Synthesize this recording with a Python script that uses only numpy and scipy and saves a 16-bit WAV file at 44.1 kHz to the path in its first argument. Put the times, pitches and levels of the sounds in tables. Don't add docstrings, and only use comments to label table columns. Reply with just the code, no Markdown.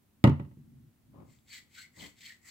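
import sys
import numpy as np
from scipy import signal
from scipy.fft import rfft, irfft
from scipy.io import wavfile

SR = 44100
rng = np.random.default_rng(int(sys.argv[2]) if len(sys.argv) > 2 else 0)


def to_wav(s):
    ch = np.atleast_2d(s).T
    pcm = np.round(np.clip(ch, -1, 1) * 32767)
    wavfile.write(sys.argv[1], SR, pcm.astype(np.int16))


N = 110250
T, HZ = np.arange(N) / SR, np.fft.rfftfreq(N, 1 / SR)

# f/Hz, relative level/dB
ROOM_TONE_SPECTRUM = [(20, -19), (45, -13.5), (75, 1), (170, -4.5), (230, -2), (300, -8), (450, -17.5),
                      (2000, -24.5), (5000, -29.5), (10000, -29), (15500, -26)]
SHUFFLE_SPECTRUM = [(30, -29.5), (60, -11.5), (85, -6), (135, 3), (180, -10), (230, 0), (300, -14),
                    (420, -29), (800, -60.5), (4000, -63)]
# f/Hz, correlation
ROOM_LIKENESS = [(60, 0.91), (250, 0.69), (600, 0.27), (2000, .2), (16000, 0.07)]
# t/s, level/dB
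SHUFFLE_LEVEL = [(0, -94), (.225, -64), (.45, -56.5), (.62, -57.5), (.85, -55), (.95, -74.5), (1.04, -68.5),
                 (1.1, -60), (1.27, -59.5), (1.42, -73.5), (2.5, -82.5)]
# f/Hz, t60/s
ROOM_DECAY = [(100, .38), (250, .33), (600, .26), (3000, .28), (10000, .22)]

# t/s, thump gain/dB, clatter gain/dB, click gain/dB
CONTACTS = [(.2405, -1.8, 0.5, -4.5), (0.2446, -40, 0.5, -36), (0.2502, -6, -3, -38),
            (0.2739, -4, -6, -20.5), (0.2961, -14.5, -20, -24), (0.3967, -20, -21.5, -47),
            (0.4494, -38, -40, -49.5), (.46, -33.5, -61, -63), (0.5121, -39, -41.5, -70),
            (0.57, -34.5, -62, -68)]
# f/Hz, level/dB, t60/s
MODES = [(87.47, -24, 0.3153), (122, -10.5, .18), (144.5, -9, 0.21), (193.2, -0.5, 0.049),
         (233.3, -18.5, .22), (259.4, -12.5, 0.089), (299.2, -24.5, 0.18), (376.8, -26, 0.16),
         (417.3, -26.5, .11), (567, -25, 0.1), (894, -30.5, .14), (1039, -31, .1), (1163, -32.5, .09),
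         (1354, -29, .035), (1956, -38, .1), (2867, -42, .09)]
# f/Hz, relative level/dB
CLATTER_SPECTRUM = [(250, -5.5), (430, -1.5), (570, 5.5), (700, -2.5), (900, 1.5), (1270, -0.5),
                    (1650, -14), (1980, -3), (2400, -14.5), (2850, -9.5), (3300, -19.5), (3900, -22),
                    (5500, -34), (8300, -38.5), (16000, -48.5)]
CLICK_SPECTRUM = [(300, -1), (1900, 10), (3800, 5.5), (6000, -6.5), (8300, -6), (9300, -17), (11000, -9),
                  (16000, -13.5)]
# f/Hz, correlation
KNOCK_LIKENESS = [(100, .97), (250, .8), (500, .4), (1000, .1), (2000, -.4), (4000, .15), (12000, 0)]

# middle t/s, half length/s, level/dB
FLAT_DRAGS = [(1.15, 0.017, -54.5), (1.199, 0.03, -53), (1.231, 0.085, -63), (2.029, 0.052, -51)]
# fastest t/s, speeding up/s, slowing down/s, pressed gain/dB, brushed gain/dB
PALM_STROKES = [(1.323, 0.059, 0.081, -23, -11), (1.542, 0.062, 0.07, 2.5, 1.5), (1.8, 0.089, 0.063, 0, -3),
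                (2.035, 0.077, 0.069, 0.5, 3.5), (2.261, 0.093, 0.095, 0, -4),
                (2.515, 0.07, 0.057, -7.5, 5.5)]
# f/Hz, relative level/dB
DRAG_SPECTRUM = [(40, -25), (80, -1.5), (130, -2), (300, -4), (480, -17), (565, -9), (640, -15), (800, -19),
                 (1100, -16.5), (1500, -32.5), (2500, -38), (8000, -59)]
PRESSED_SPECTRUM = [(300, -30), (1200, -49), (1500, -13), (2100, 3), (2700, -6), (3200, -2), (3750, -3.5),
                    (4350, -1.5), (4950, -6.5), (5700, -10.5), (7000, -8.5), (8000, -6), (8500, -17),
                    (10000, -21), (13500, -16.5), (16000, -18.5)]
BRUSHED_SPECTRUM = [(300, -42), (1400, -7), (1800, -9), (2100, 4), (2700, -10.5), (3700, -16), (4500, -4.5),
                    (5700, -9), (6800, -3.5), (7400, -2.5), (8050, -2.5), (8800, -16), (11000, -14.5),
                    (16000, -13)]
# widest t/s, half length/s, f/Hz, gain/dB
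AIR_POCKETS = [(1.514, 0.022, 4400, -4.5), (1.533, 0.018, 2280, -4), (1.545, 0.024, 1694, -11.5),
               (1.56, 0.0098, 4400, -2.5), (1.578, 0.034, 1946, -5.5), (1.787, 0.017, 1497, -0.5),
               (1.801, 0.0075, 4180, -1), (1.842, 0.023, 2080, -5), (1.964, 0.021, 1980, -11),
               (1.997, .018, 4250, -6), (2.007, 0.0072, 3120, 2.5), (2.041, 0.022, 2007, -0.5),
               (2.046, 0.014, 3145, -1), (2.235, 0.013, 1937, -3.5), (2.26, 0.013, 3130, -5),
               (2.268, 0.0076, 4330, 0), (2.279, 0.012, 2170, -1), (2.309, 0.028, 1883, -1),
               (2.471, 0.037, 1920, -11.5), (2.495, 0.013, 4560, -5.5)]
# f/Hz, correlation (capped at 1)
RUB_LIKENESS = [(200, 2), (1200, 0.5), (2200, 0.67), (4300, 0.9), (4900, 0), (6300, 0.4), (8000, 0.5),
                (9000, -0.06), (16000, -0.1)]
# f/Hz, phase/rad
HANDS_LEAD = [(1100, 0), (1500, -1.8), (2100, -.1), (2800, .8), (3600, 0), (4700, -.3), (5300, 2),
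              (5700, .6), (6400, .5), (7200, 2), (7800, .2), (10500, .4), (11700, 2), (12500, .7),
              (15000, 1)]
# f/Hz, left minus right level/dB
HANDS_BALANCE = [(100, 1.5), (450, 5.5), (1000, 7), (1400, 8), (2000, -1), (2400, 5), (2800, -0.5),
                 (3250, 3.5), (4200, 1.5), (5100, -4.5), (5900, 5), (6700, -2), (7500, 14), (8600, 1),
                 (13500, 5)]


def amp(db):
    return 10 ** (np.asarray(db) / 20)


def unit(x):
    return x / np.sqrt(np.mean(x ** 2) + 1e-20)


def curve(points, hz=HZ):
    f, value = np.transpose(points)
    return np.interp(np.log(hz + 1), np.log(f), value)


def decay(t, t60):
    return (t >= 0) * np.exp(-np.log(1000) * np.maximum(t, 0) / t60)


def white():
    return rng.standard_normal((2, N))


def mic_pair(x, spectrum, likeness):
    a, b = rfft(x)
    correlation = np.clip(curve(likeness), -1, 1)
    mid, side = a * np.sqrt(1 + correlation), b * np.sqrt(1 - correlation)
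    return unit(irfft(np.array([mid + side, mid - side]) * amp(curve(spectrum)), N))


def room_tone():
    return amp(-68.5) * mic_pair(white(), ROOM_TONE_SPECTRUM, ROOM_LIKENESS)


def shuffling():
    level = amp(np.interp(T, *np.transpose(SHUFFLE_LEVEL)))
    return level * mic_pair(white(), SHUFFLE_SPECTRUM, ROOM_LIKENESS)


def camera_ring(rise_s=0.0015, casing_from_hz=450):
    low, casing = np.zeros((2, N))
    for hz, db, t60 in MODES:
        mode = amp(db) * decay(T, t60) * np.sin(2 * np.pi * hz * T) * (1 - np.exp(-T / rise_s))
        if hz < casing_from_hz:
            low += mode
        else:
            casing += mode
    return low, casing


def camera_knocks(contact_s=0.0012, soft_rise_s=0.0056, clatter_rise_s=0.0025, left_lag_s=0.00024):
    low, casing = camera_ring()
    ring, clatter_power, click_power = np.zeros((3, N))
    for at, thump_db, clatter_db, click_db in CONTACTS:
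        t = T - at
        softness = max(1 - amp(thump_db / 2), 0)
        press = np.clip(t / (contact_s + soft_rise_s * softness), 0, 1)
        onset = np.clip(t / clatter_rise_s, 0, 1) ** 0.5
        ring += press * amp(thump_db) * np.interp(t, T, low)
        ring += onset * amp(clatter_db) * np.interp(t, T, casing)
        clatter_fade = decay(t, t60=0.03) + amp(-12.5) * decay(t, t60=0.27)
        click_fade = decay(t, t60=0.013) + amp(-27) * decay(t, t60=0.09)
        clatter_power += (onset * amp(clatter_db - 21.5) * clatter_fade) ** 2
        click_power += (amp(click_db - 17.5) * click_fade) ** 2
    direct = np.array([np.interp(T - left_lag_s, T, ring), ring])
    reverb = amp(-20) * bedroom(ring[None])
    clatter = np.sqrt(clatter_power) * mic_pair(white(), CLATTER_SPECTRUM, KNOCK_LIKENESS)
    click = np.sqrt(click_power) * mic_pair(white(), CLICK_SPECTRUM, KNOCK_LIKENESS)
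    low_cut = signal.butter(3, 56, "high", fs=SR, output="sos")
    return signal.sosfilt(low_cut, direct + reverb + clatter + click)


def bedroom(x):
    hz, t, noise = signal.stft(white()[:, :SR // 2], SR, nperseg=256)
    fade = decay(t - 0.005, curve(ROOM_DECAY, hz)[:, None])
    tail = signal.istft(noise * fade, SR, nperseg=256)[1]
    return signal.fftconvolve(x, tail / np.linalg.norm(tail[0]), axes=1)[:, :N]


def from_hands(x):
    lean = amp(curve(HANDS_BALANCE) / 2) * np.exp(0.5j * curve(HANDS_LEAD))
    return unit(irfft(rfft(x) * np.array([lean, 1 / lean]), N))


def skin_friction(spectrum, likeness, slips_per_s=6200, spread_db=3, judder_db=2, judder_hz=89):
    slips = white() * (rng.random(N) < slips_per_s / SR)
    slips *= amp(spread_db * np.minimum(rng.exponential(1, N), 5))
    judder = unit(irfft(rfft(rng.standard_normal(N)) / (1 + (HZ / judder_hz) ** 2), N))
    hiss = (white() + 0.46 * unit(slips)) * amp(judder_db * judder)
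    return from_hands(mic_pair(hiss, spectrum, likeness))


def palm_drags():
    level = sum(amp(db) * np.exp(-abs((T - at) / half) ** 3) for at, half, db in FLAT_DRAGS)
    return level * skin_friction(DRAG_SPECTRUM, ROOM_LIKENESS)


def palm_strokes(fall_db=19.5, shape=2.13, brush_follow=0.55):
    pressed, brushed = np.zeros((2, N))
    for at, rise, fall, pressed_db, brushed_db in PALM_STROKES:
        slide_db = -fall_db * (abs(T - at) / np.where(T < at, rise, fall)) ** shape
        pressed += amp(pressed_db + slide_db)
        brushed += amp(brushed_db + brush_follow * slide_db)
    return (amp(-52) * pressed * skin_friction(PRESSED_SPECTRUM, RUB_LIKENESS)
            + amp(-60) * brushed * skin_friction(BRUSHED_SPECTRUM, RUB_LIKENESS))


def skin_tick(at=1.388, hz=3530, decay_s=0.00078):
    t = np.maximum(T - at, 0)
    return amp(-58.5) * np.sin(2 * np.pi * hz * t) * np.exp(-t / decay_s)


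def resonate(x, hz, width_hz):
    carrier = np.exp(2j * np.pi * np.cumsum(hz) / SR)
    pole = np.exp(-np.pi * width_hz / SR)
    return (carrier * signal.lfilter([(1 - pole) ** 2], [1, -2 * pole, pole * pole], x / carrier)).real


def air_pockets(bend=0.032, relative_width=0.095):
    drive = from_hands(mic_pair(white(), [(100, 0), (10000, 0)], RUB_LIKENESS))
    whistles = np.zeros((2, N))
    for at, half, hz, db in AIR_POCKETS:
        near = abs(T - at) < 3 * half
        opening = np.exp(-((T[near] - at) / half) ** 2)
        pitch = hz * (1 + bend * (1 - opening))
        ring = opening * resonate(drive[:, near], pitch, relative_width * hz)
        whistles[:, near] += amp(db - 52) * unit(ring) * np.sqrt(np.mean(opening ** 2))
    return whistles


def scene():
    hands = palm_strokes() + air_pockets() + palm_drags() + skin_tick()
    return hands + amp(-7.5) * bedroom(hands) + camera_knocks() + shuffling() + room_tone()


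def record(dry, edge_hz=15850):
    low_pass = signal.firwin(511, edge_hz, window=("kaiser", 9), fs=SR)
    return signal.oaconvolve(dry, low_pass[None], "same")


dry = scene()
out = record(dry)
to_wav(out)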